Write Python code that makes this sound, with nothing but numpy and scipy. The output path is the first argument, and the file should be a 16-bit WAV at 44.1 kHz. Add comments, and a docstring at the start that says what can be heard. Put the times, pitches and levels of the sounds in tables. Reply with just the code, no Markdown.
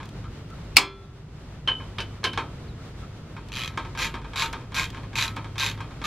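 """Ratchet on a steel front plate

Outdoors on grass, no walls near: a socket ratchet works a bolt on an off-road vehicle, straight ahead of a stereo pair.
Far off, a motor hums as two wavering sines over low rumble and faint air of coloured noise; small ticks, rubs and chirps.
One hard snap, noise bursts and ringing modes, sounds the frame and ducks the recorder's gain; the socket clinks on the bolt.
On each return swing the pawl rattles over the teeth, click by click, then knocks as it takes hold again."""
import sys
import numpy as np
from scipy import signal
from scipy.fft import rfft, irfft, next_fast_len
from scipy.io import wavfile
from scipy.ndimage import map_coordinates

SR = 44100
rng = np.random.default_rng(int(sys.argv[2]) if len(sys.argv) > 2 else 0)


def transcribe(signal):
    """Save signal, clipped to [-1, 1], as a 16-bit WAV file at the path in sys.argv[1]."""
    frames = np.atleast_2d(signal).T
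    limited = np.clip(frames, -1, 1)
    pcm = np.round(limited * 32767).astype(np.int16)
    wavfile.write(sys.argv[1], SR, pcm)


N = 267246

# Levels in the tables are relative where a layer adds its own trim.
# far motor, slow swells of its octave: (time [s], level [dB])
OCTAVE_SWELLS = [(0.0, -47), (0.2, -42), (1.47, -51), (2.21, -37.5), (2.5, -48.5), (5.81, -36), (5.92, -60),
                 (6.06, -43.5)]
# colour of the open air: (frequency [Hz], density [dB per Hz])
AIR_COLOUR = [(18, -15.5), (33, -14), (48, -3.5), (70, -5), (140, -2.5), (200, -11), (390, -18.5),
              (650, -25.5), (1050, -28), (1330, -28), (1550, -31), (3500, -38), (7000, -49), (15000, -64)]
# the bolt rubs faintly in its thread: (time [s], level [dB])
RUBS = [(0.266, -48), (0.526, -48), (2.191, -54), (2.799, -55), (3.041, -50)]
# faint high chirps: (time [s], level [dB], start pitch [Hz], held pitch [Hz])
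CHIRPS = [(1.037, -53, 3600, 3860), (2.678, -49.5, 4900, 3740)]
# small dry ticks of the pawl and the loose joints: (time [s], level [dB])
TICKS = [(0.055, -39.5), (0.089, -40), (0.501, -45.5), (2.331, -36), (3.486, -39), (3.7743, -34),
         (4.141, -48), (4.153, -43), (4.528, -28), (4.902, -33.5), (5.363, -32), (5.808, -41)]
# the loose socket meets the bolt head and rebounds:
# (time [s], knock [dB], treble lift [dB], plate ring [dB], socket ring [dB], socket sharp by [Hz])
CLINKS = [(1.6751, -12, -8.5, -32, -20, 8.5), (1.6858, -18, -11, -25.5, -28.5, 58.5),
          (1.984, -17, -6.5, -35.5, -36, 0.5), (2.003, -24.5, 6.5, -43, -43, 7.5),
          (2.2405, -15, 8.5, -25, -32, 18), (2.2500, -13, -19, -28, -29, 55),
          (2.333, -26, -1.5, -42, -48, 36)]
# single knocks as the tool is handled: (time [s], level [dB], treble lift [dB])
KNOCKS = [(0.002, -27.5, -6), (0.03, -31, 4), (0.241, -35, 2), (1.799, -26.5, -16), (2.232, -24, -3),
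          (2.3754, -11, 0), (3.366, -26.5, -6), (4.172, -31, -7), (4.245, -28, -10), (4.64, -40, -18),
          (5.035, -35, -16)]
# lead-in, blow and rebounds of the hard snap: (time [s], level [dB])
SNAP = [(0.761, -30.5), (0.7640, -24.5), (0.7677, 6), (0.7707, 2), (0.7833, -8.5), (0.7905, -13.5)]
# return swings of the handle: (first tooth [s], last tooth [s], hardest moment [s], level [dB],
# share that shakes the plate [dB], ping of the socket on the bolt [dB], treble lift [dB],
# the pawl takes hold again [s], level of that catch [dB])
SWINGS = [(3.5192, 3.6763, 3.620, -24.5, -8.5, -5, -1.5, 3.7745, -15),
          (3.9746, 4.067, 4.026, -22.5, 1.5, -22, -2, 4.141, -19.5),
          (4.3582, 4.458, 4.402, -23, 2.5, -5.5, -1.5, 4.533, -19),
          (4.744, 4.854, 4.778, -25, 2, -22, 3.5, 4.946, -26),
          (5.155, 5.279, 5.205, -22.5, -0.5, -18, 1, 5.367, -20.5),
          (5.5808, 5.713, 5.615, -22, -0.5, -6.5, 2, 5.804, -22),
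          (6.04, 6.149, 6.080, -28.5, 10, 1.5, 5, 6.24, -23)]
# teeth passed in each swing: (teeth [count])
TEETH = [18, 14, 15, 16, 17, 17, 17]

# ringing modes of the vehicle's frame, the socket, the front plate with the wrench on it, and the ratchet head:
# (frequency [Hz], level [dB], decay by 60 dB [s])
FRAME_MODES = [(300, 3.5, 0.24), (392, -6, 0.83), (802, 2, 0.19), (963, -3.5, 0.26), (1020, 4, 0.26),
               (1172, 5.5, .23), (1340, -10, .75), (1570, -1, .24), (1696, -5, .3), (2083, -6.5, 0.35),
               (2234, 12, .16), (2400, -0.5, 0.32), (2649, -7, .29), (2765, 2, 0.12), (3074, -4, .28),
               (3200, -1, .27), (3372, -2, .22), (3375, -1, 0.24), (3430, -11, 0.6), (3746, -2.5, .2),
               (4140, -8, 0.28), (4183, -6, 0.35), (4376, -2.5, .16), (4511, -8, .28), (4613, -5, .16),
               (4931, -2, .2), (5082, -2.5, 0.24), (5728, -3.5, .14), (6255, -9, .15), (6578, -8.5, 0.21),
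               (7063, -12.5, .2), (7985, -6.5, .16)]
SOCKET_MODES = [(3002, 2, 0.3), (3075, -11, 0.38), (3090, 3.5, 0.14), (3230, -26, 0.25)]
PLATE_MODES = [(914.4, -5.5, 0.23), (1026.7, -11.5, 0.2), (1068, -2, 0.11), (1215, -8.5, 0.19),
               (1299, -15.5, 0.46), (1587, -6, 0.14), (1677, 1.5, 0.045), (2222, 8, 0.023),
               (2316, -15, 0.19), (2496, -11.5, 0.19), (3206, -20, 0.34), (3740, -21, 0.28),
               (3930, -27, 0.2), (4310, -20, 0.19), (5440, -18, 0.084)]
HEAD_MODES = [(2465, 4.5, 0.065), (2600, 0, 0.041), (3165, -3.5, 0.053), (3310, -14.5, 0.027),
              (3780, -2.5, 0.088), (4086, 2, 0.041), (4560, -3, 0.042), (5290, -9, .03),
              (5990, -1.5, 0.028), (7130, -8, 0.03), (11000, -18, .025)]
# dense modes of the bodywork, decay at unit length: (frequency [Hz], decay by 60 dB [s])
DAMPING = [(250, 0.65), (1000, 0.33), (3000, 0.26), (6000, 0.19), (12000, 0.25)]

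# noise colours of pawl clicks, rattling panels, knocks, the snap's crack and clang, the socket's landing, small ticks:
# (frequency [Hz], density [dB per Hz])
PAWL_COLOUR = [(650, -19), (870, -9.5), (1250, 1.5), (1490, -12.5), (2140, 0.5), (2460, 1.5), (2830, -7),
               (3320, -1.5), (4930, -9), (6870, -14), (8700, -23), (11600, -19), (15500, -35)]
RATTLE_COLOUR = [(300, -12), (700, -16), (950, -19), (1600, 2), (1900, -4), (2350, -2), (2800, -2.5),
                 (3900, -2.5), (5300, -11), (7200, -9.5), (8900, -28), (11500, -21), (15500, -42)]
THUD_COLOUR = [(150, -38), (260, 1), (450, -4.5), (680, -10), (1000, 3), (1500, -3.5), (1900, -7),
               (2400, -4.5), (2800, -14.5), (3200, -4.5), (4500, -17.5), (6800, -24.5), (10000, -36),
               (15000, -59)]
CRACK_COLOUR = [(180, -53), (300, -27), (821, -27), (1090, -17.5), (1840, -22), (2040, -8), (2440, 5.5),
                (2770, 5.5), (3230, -12.5), (4210, -1.5), (5210, -3), (5760, -15.5), (11100, -21),
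                (15500, -35)]
CLANG_COLOUR = [(150, -17.5), (310, -6.5), (600, -12), (1100, 2), (1700, -12), (2350, 4), (2900, -7),
                (4800, -2), (5800, -9.5), (8200, -11), (10000, -24.5), (14500, -29)]
LANDING_COLOUR = [(150, -17), (370, -3.5), (600, -8.5), (790, -9.5), (950, -4.5), (1350, -6), (1620, 2),
                  (1950, -9.5), (2200, -2), (2700, -1), (4200, -5), (5500, -11.5), (7600, -26), (9500, -27),
                  (15000, -44)]
TICK_COLOUR = [(800, 5), (2000, 0), (3500, 3), (6500, -6), (9000, -12), (15000, -21.5)]

# stereo width of the tool, the whole frame and the open air: (frequency [Hz], side over mid [dB])
NEAR_WIDTH = [(200, -38), (1300, -18), (2400, -23.5), (4400, -10), (8000, -2), (15000, -6)]
BROAD_WIDTH = [(300, -21.5), (1300, -15.5), (2400, -15.5), (4400, -6.5), (8000, 1.5)]
OPEN_WIDTH = [(60, -35), (110, -39.5), (200, -20.5), (380, -11), (1300, -8), (2400, -4.5), (4400, 3),
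              (15000, 5)]
# reach of a treble lift: (frequency [Hz], share of the lift [ratio])
LIFT_REACH = [(1800, 0.097), (6000, 0.79)]

RUMBLE_DB, AIR_DB, HUM_DB = -39.5, -49, -42.5  # mean levels; the hum's is that of its fundamental
# the handle turns round before the first tooth and knocks through its play; level relative to the shaking of the plate
TURN_LEAD_S, TURN_DB, TURN_TREBLE_DB = .024, -5.5, 4
CATCH_TREBLE_DB = 0  # the pawl catches with a dull knock
# the loose joints jiggle at random for a while after the last tooth
JIGGLE_S, JIGGLE_DB, JIGGLE_SCATTER_DB, JIGGLE_TREBLE_DB = .2, -36, 4.5, 3
# uneven teeth: spread of click strength, of the gaps (share) and of the socket's ping (share of its pitch)
TOOTH_SCATTER_DB, GAP_SCATTER, PING_SCATTER = 2.0, .025, .035
# one click: decay, rise, share of its power common to its neighbours; a new grip retunes the head (share of its pitch)
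TOOTH_T60_S, TOOTH_ATTACK_S, ALIKE, GRIP_SCATTER = .014, .0009, .45, .012
# under pressure the pawl bounces once on the tooth: mean delay, level, spread of level, decay
BOUNCE_S, BOUNCE_DB, BOUNCE_SCATTER_DB, BOUNCE_T60_S = .0038, -5, 3, .008
SWELL_DB = 14  # clicks weaken by this much one swing length away from the hardest moment
# the socket pings on the bolt with each click, higher the harder it is pressed on
PING_LOOSE_HZ, PING_PRESSED_HZ, PING_T60_S, PING_ATTACK_S = 3100, 3794, .019, .0005
SAG_HZ, SAG_S = 60, .02  # the socket's ring starts this much sharper still; time constant of the sag
# the rocking socket flutters: knots a second, depth in level and in pitch
FLUTTER_RATE, FLUTTER_DB, FLUTTER_HZ = 90, 2.2, 13
TOP_HZ = 15750  # band limit of the recorder


def amp(db):
    """Decibels to gain."""
    return 10 ** (np.asarray(db) / 20)


def unit(x):
    """Scale to rms 1."""
    return x / np.sqrt(np.mean(x ** 2) + 1e-20)


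def along(points, hz):
    """Read (Hz, value) points on a log axis."""
    f, v = np.transpose(points)
    return np.interp(np.log(hz + 1), np.log(f + 1), v)


def wobble(rate):
    """A smooth random curve, rate knots a second."""
    knots = rng.standard_normal(int(N * rate / SR) + 4)
    return map_coordinates(knots, [np.arange(N) * rate / SR])


def filtered(x, response):
    """Shape the spectrum of x by a response of frequency."""
    n = x.shape[-1]
    m = next_fast_len(n + n // 8)
    return irfft(rfft(x, m) * response(np.fft.rfftfreq(m, 1 / SR)), m)[..., :n]


def fade(t, t60):
    """Free decay, 60 dB in t60 seconds."""
    return np.exp(-np.log(1000) * t / t60)


def rise(t, attack):
    """Onset that nears full strength with time constant attack in seconds."""
    return 1 - np.exp(-t / attack)


def add(track, s, sound):
    """Mix a sound into the track at time s."""
    i = int(np.clip(round(s * SR), 0, N))
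    track[:, i:i + sound.shape[-1]] += sound[..., :N - i]


def noise(colour, size, treble_db=0, width=NEAR_WIDTH):
    """Stereo noise of a given colour, its side-to-mid balance set along frequency."""
    pair = unit(filtered(rng.standard_normal((2, size)), lambda hz: amp(along(colour, hz))))

    def mid_side_gain(hz):
        lift = amp(treble_db * along(LIFT_REACH, hz))
        return lift * np.array([np.ones_like(hz), amp(along(width, hz))])

    mid, side = filtered(pair, mid_side_gain)
    return np.array([mid + side, mid - side])


def burst(colour, t60, treble_db=0, attack=0.00015, width=NEAR_WIDTH):
    """The short crack of steel meeting steel: decaying coloured noise."""
    t = np.arange(SR // 20) / SR
    return noise(colour, len(t), treble_db, width) * fade(t, t60) * rise(t, attack)


def bodywork(colour, length, treble_db=0, width=NEAR_WIDTH, attack=.0025):
    """Dense panel modes build up after a blow, as noise whose bands each decay at their own rate."""
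    t = np.arange(SR // 4) / SR
    hz, times, z = signal.stft(noise(colour, len(t), treble_db, width), SR, nperseg=256)
    t60 = length * along(DAMPING, hz)[:, None]
    tail = signal.istft(z * fade(times, t60), SR, nperseg=256)[1][:, :len(t)]
    return tail * rise(t, attack)


def ring(modes, scatter_db, attack, count=1):
    """Clear modes as decaying sines, one row for each blow, each struck at new strengths."""
    t = np.arange(SR // 2) / SR
    hz, db, t60 = np.transpose(modes)
    waves = np.exp(np.outer(2j * np.pi * hz - np.log(1000) / t60, t))
    gain = amp(db + scatter_db * rng.standard_normal((count, len(hz))))
    phase = np.exp(2j * np.pi * rng.random((count, len(hz))))
    return ((gain * phase) @ waves).real * rise(t, attack)


def outdoors(split_hz=350, motor_hz=51.67, octave_db=-0.2):
    """Low rumble and faint air from one wide noise, and a far motor's fundamental and octave, wavering."""
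    wash = noise(AIR_COLOUR, N, width=OPEN_WIDTH)
    low = filtered(wash, lambda hz: 1 / (1 + (hz / split_hz) ** 4))
    rumble = unit(low) * amp(RUMBLE_DB + .7 * wobble(8.6))
    air = unit(wash - low) * amp(AIR_DB + 1.4 * wobble(17))
    phase = 2 * np.pi * np.cumsum(motor_hz * (1 + 0.01 * wobble(7.6))) / SR
    swell_s, swell_db = np.transpose(OCTAVE_SWELLS)
    swell = np.interp(np.arange(N) / SR, swell_s, swell_db)
    fundamental = amp(HUM_DB + 2.2 * wobble(1.7)) * np.sin(phase)
    octave = amp(swell + octave_db + 2.5 * wobble(6)) * np.sin(2 * phase)
    return rumble + air + fundamental + octave


def rubs(centre_hz=1320, width_hz=150, length=0.069):
    """Short, soft swells of friction: noise through one resonance of the plate."""
    out = np.zeros((2, N))
    swell = np.hanning(int(length * SR))
    resonance = lambda hz: 1 / (1 + (2 * (hz - centre_hz) / width_hz) ** 2)
    for s, db in RUBS:
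        friction = unit(filtered(rng.standard_normal(len(swell)), resonance))
        add(out, s - length / 2, amp(db) * swell * friction)
    return out


def chirps(slide_s=0.011, attack=0.005, t60=0.17):
    """Thin whistles: sines that slide to one pitch and fade."""
    out = np.zeros((2, N))
    t = np.arange(SR // 8) / SR
    for s, db, start_hz, held_hz in CHIRPS:
        hz = held_hz + (start_hz - held_hz) * np.exp(-t / slide_s)
        whistle = np.sin(2 * np.pi * np.cumsum(hz) / SR)
        add(out, s, amp(db) * rise(t, attack) * fade(t, t60) * whistle)
    return out


def ticks(t60=0.026):
    """Light contacts as noise bursts, too weak to wake the plate."""
    out = np.zeros((2, N))
    for s, db in TICKS:
        add(out, s, amp(db) * burst(TICK_COLOUR, t60, attack=0.0007))
    return out


def socket_ring(sharp_hz, attack=0.0019):
    """The socket's close modes start sharp, then sag and flutter as it rocks on the bolt."""
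    t = np.arange(SR // 2) / SR
    flutter_hz = FLUTTER_HZ * wobble(FLUTTER_RATE)[:len(t)]
    shift = np.cumsum(sharp_hz + SAG_HZ * np.exp(-t / SAG_S) + flutter_hz) / SR  # in cycles
    rocking = amp(FLUTTER_DB * wobble(FLUTTER_RATE)[:len(t)]) * rise(t, attack)
    modes = sum(amp(db) * fade(t, t60) * np.sin(2 * np.pi * (hz * t + shift)) for hz, db, t60 in SOCKET_MODES)
    return rocking * modes


def clinks(crack_db=-7, panel_db=-10.0):
    """Each landing knocks the plate and sets the socket ringing."""
    out = np.zeros((2, N))
    for s, db, treble_db, plate_db, ring_db, sharp_hz in CLINKS:
        add(out, s, amp(db + crack_db) * burst(LANDING_COLOUR, t60=0.023, treble_db=treble_db))
        add(out, s, amp(db + panel_db) * bodywork(LANDING_COLOUR, length=0.6, treble_db=treble_db))
        add(out, s, amp(plate_db) * ring(PLATE_MODES, scatter_db=1.0, attack=0.0016))
        add(out, s, amp(ring_db) * socket_ring(sharp_hz))
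    return out


def swing_contacts(count=4):
    """Each swing knocks as it turns round, jiggles and catches: rows of (time [s], level [dB], treble lift [dB])."""
    rows = []
    for start, end, _, db, plate_db, _, _, catch, catch_db in SWINGS:
        rows.append((start - TURN_LEAD_S, db + plate_db + TURN_DB, TURN_TREBLE_DB))
        rows.append((catch, catch_db, CATCH_TREBLE_DB))
        for k in range(count):
            s = end + JIGGLE_S * (k + rng.random()) / count
            rows.append((s, JIGGLE_DB + JIGGLE_SCATTER_DB * rng.standard_normal(), JIGGLE_TREBLE_DB))
    return rows


def knocks(crack_db=-8.0, panel_db=-15, ring_db=-11):
    """Each knock is a crack, a dull panel answer and the ring of the plate."""
    out = np.zeros((2, N))
    contacts = KNOCKS + swing_contacts()
    plates = ring(PLATE_MODES, scatter_db=1.0, attack=0.0054, count=len(contacts))
    for (s, db, treble_db), plate in zip(contacts, plates):
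        add(out, s, amp(db + crack_db) * burst(THUD_COLOUR, t60=0.018, treble_db=treble_db, attack=0.00011))
        add(out, s, amp(db + panel_db) * bodywork(THUD_COLOUR, length=0.74, treble_db=treble_db))
        add(out, s, amp(db + ring_db) * plate)
    return out


def tubes(low_hz=900, high_hz=7000, t60_at_3k=.3, side_db=-10, count=80):
    """The welded tubes ring on in many weak modes; the high ones die sooner."""
    pitches = low_hz + (high_hz - low_hz) * rng.random(count)
    modes = [(hz, along(CLANG_COLOUR, hz), t60_at_3k * (3000 / hz) ** .3) for hz in pitches]
    mid, side = ring(modes, scatter_db=1, attack=.004, count=2)
    return np.array([mid + amp(side_db) * side, mid - amp(side_db) * side])


def snap(panel_db=-12, tubes_db=-40, ring_db=-26):
    """A hard steel blow with quick rebounds; the main blow sets the whole frame ringing."""
    out = np.zeros((2, N))
    for s, db in SNAP:
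        add(out, s, amp(db) * burst(CRACK_COLOUR, t60=0.037, attack=.0001, width=BROAD_WIDTH))
    s, db = max(SNAP, key=lambda contact: contact[1])  # the loudest is the main blow
    add(out, s, amp(db + panel_db) * bodywork(CLANG_COLOUR, length=.62, width=BROAD_WIDTH))
    add(out, s, amp(db + tubes_db) * tubes())
    add(out, s, amp(db + ring_db) * ring(FRAME_MODES, scatter_db=0.5, attack=0.013))
    return out


def ping(hz, t60, attack):
    """One quickly damped resonance."""
    t = np.arange(SR // 20) / SR
    return np.sin(2 * np.pi * (hz * t + rng.random())) * fade(t, t60) * rise(t, attack)


def drifting_clicks(angle, treble_db):
    """One click for each tooth; neighbours are alike, but the colour drifts as the handle turns."""
    click = lambda: burst(PAWL_COLOUR, TOOTH_T60_S, treble_db, TOOTH_ATTACK_S)
    first, last = click(), click()
    clicks = []
    for turn in angle * np.pi / 2:
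        common = np.cos(turn) * first + np.sin(turn) * last
        clicks.append(np.sqrt(ALIKE) * common + np.sqrt(1 - ALIKE) * click())
    return clicks


def tooth_times(start, end, angle, run_up=.17, run_out=.035, easing=.37):
    """The handle is fastest in mid swing, so the clicks crowd there; gaps are slightly uneven."""
    speed = ((angle + run_up) * (1 + run_out - angle)) ** easing
    gaps = (1 + GAP_SCATTER * rng.standard_normal(len(angle) - 1)) / speed[1:]
    return start + (end - start) * np.append(0, np.cumsum(gaps)) / gaps.sum()


def gripped_head(treble_db):
    """Modes of the ratchet head, retuned by a new grip."""
    return [(hz * (1 + GRIP_SCATTER * rng.standard_normal()), db + treble_db * along(LIFT_REACH, hz), t60)
            for hz, db, t60 in HEAD_MODES]


def ratchet(shake_db=14, shake_lag=0.055, tick_db=2, body_db=-21, head_db=-14.5, panel_db=-10,
            ring_db=-21.0, stop_db=0.5, ping_db=5):
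    """The pawl drops off each tooth; clicks swell around the hardest moment and shake head, socket and plate."""
    out = np.zeros((2, N))
    for (start, end, hardest, db, plate_db, socket_db, treble_db, _, _), count in zip(SWINGS, TEETH):
        angle = np.arange(count) / (count - 1)
        times = tooth_times(start, end, angle)
        offset = (times - hardest) / (end - start)
        sizes = amp(db - SWELL_DB * offset ** 2 + TOOTH_SCATTER_DB * rng.standard_normal(count))
        sizes[-1] *= amp(stop_db)  # the pawl drops fully into the last tooth
        # a socket pressed hard on the bolt passes more of each click into the plate, pings higher
        # and makes the pawl bounce
        shares = amp(plate_db - shake_db * (offset - shake_lag) ** 2)
        pressed = np.minimum(shares ** 2, 1)
        pitches = PING_LOOSE_HZ + (PING_PRESSED_HZ - PING_LOOSE_HZ) * pressed
        body = amp(body_db) * bodywork(PAWL_COLOUR, length=1.0, treble_db=treble_db)
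        panel = amp(panel_db) * bodywork(RATTLE_COLOUR, length=0.6)
        # the contact shifts from tooth to tooth, so each click favours other modes
        heads = amp(head_db) * ring(gripped_head(treble_db), scatter_db=4.2, attack=0.0005, count=count)
        plates = amp(ring_db) * ring(PLATE_MODES, scatter_db=9.0, attack=0.0018, count=count)
        clicks = drifting_clicks(angle, treble_db)
        teeth = zip(times, sizes, shares, pressed, pitches, clicks, heads, plates)
        for s, size, share, press, pitch, click, head, plate in teeth:
            ping_hz = pitch * (1 + PING_SCATTER * rng.standard_normal())
            socket = amp(ping_db + socket_db) * ping(ping_hz, PING_T60_S, PING_ATTACK_S)
            for part in (amp(tick_db) * click, socket, head, body, share * panel, share * plate):
                add(out, s, size * part)
            bounce_gain = amp(BOUNCE_DB + BOUNCE_SCATTER_DB * rng.standard_normal())
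            bounce = bounce_gain * burst(PAWL_COLOUR, BOUNCE_T60_S, treble_db)
            add(out, s + BOUNCE_S * (.5 + rng.random()), size * press * bounce)
    return out


def scene():
    """The tool is straight ahead, with no walls near; the open air lies wide around it."""
    return outdoors() + rubs() + chirps() + ticks() + clinks() + knocks() + snap() + ratchet()


def gain_control(x, threshold_db=-11, sense_s=0.018, recover_db_per_s=8.0, deepest_db=8.5):
    """Smoothed power over the threshold pulls the gain down; it creeps back at a steady rate."""
    keep = np.exp(-1 / (sense_s * SR))
    power = signal.lfilter([1 - keep], [1, -keep], np.mean(x ** 2, axis=0))
    excess_db = np.clip(10 * np.log10(np.abs(power) + 1e-12) - threshold_db, 0, deepest_db)
    recovered_db = recover_db_per_s * np.arange(N) / SR
    # the running maximum holds the deepest cut, less what has been recovered since
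    return x * amp(recovered_db - np.maximum.accumulate(excess_db + recovered_db))


def record(dry):
    """Loud sound ducks the gain, peaks clip at full scale, and nothing is kept above the band limit."""
    clipped = np.clip(gain_control(dry), -1, 1)
    return filtered(clipped, lambda hz: np.clip((TOP_HZ - hz) / 250 + .5, 0, 1))  # 250 Hz wide slope


dry = scene()
out = record(dry)
transcribe(out)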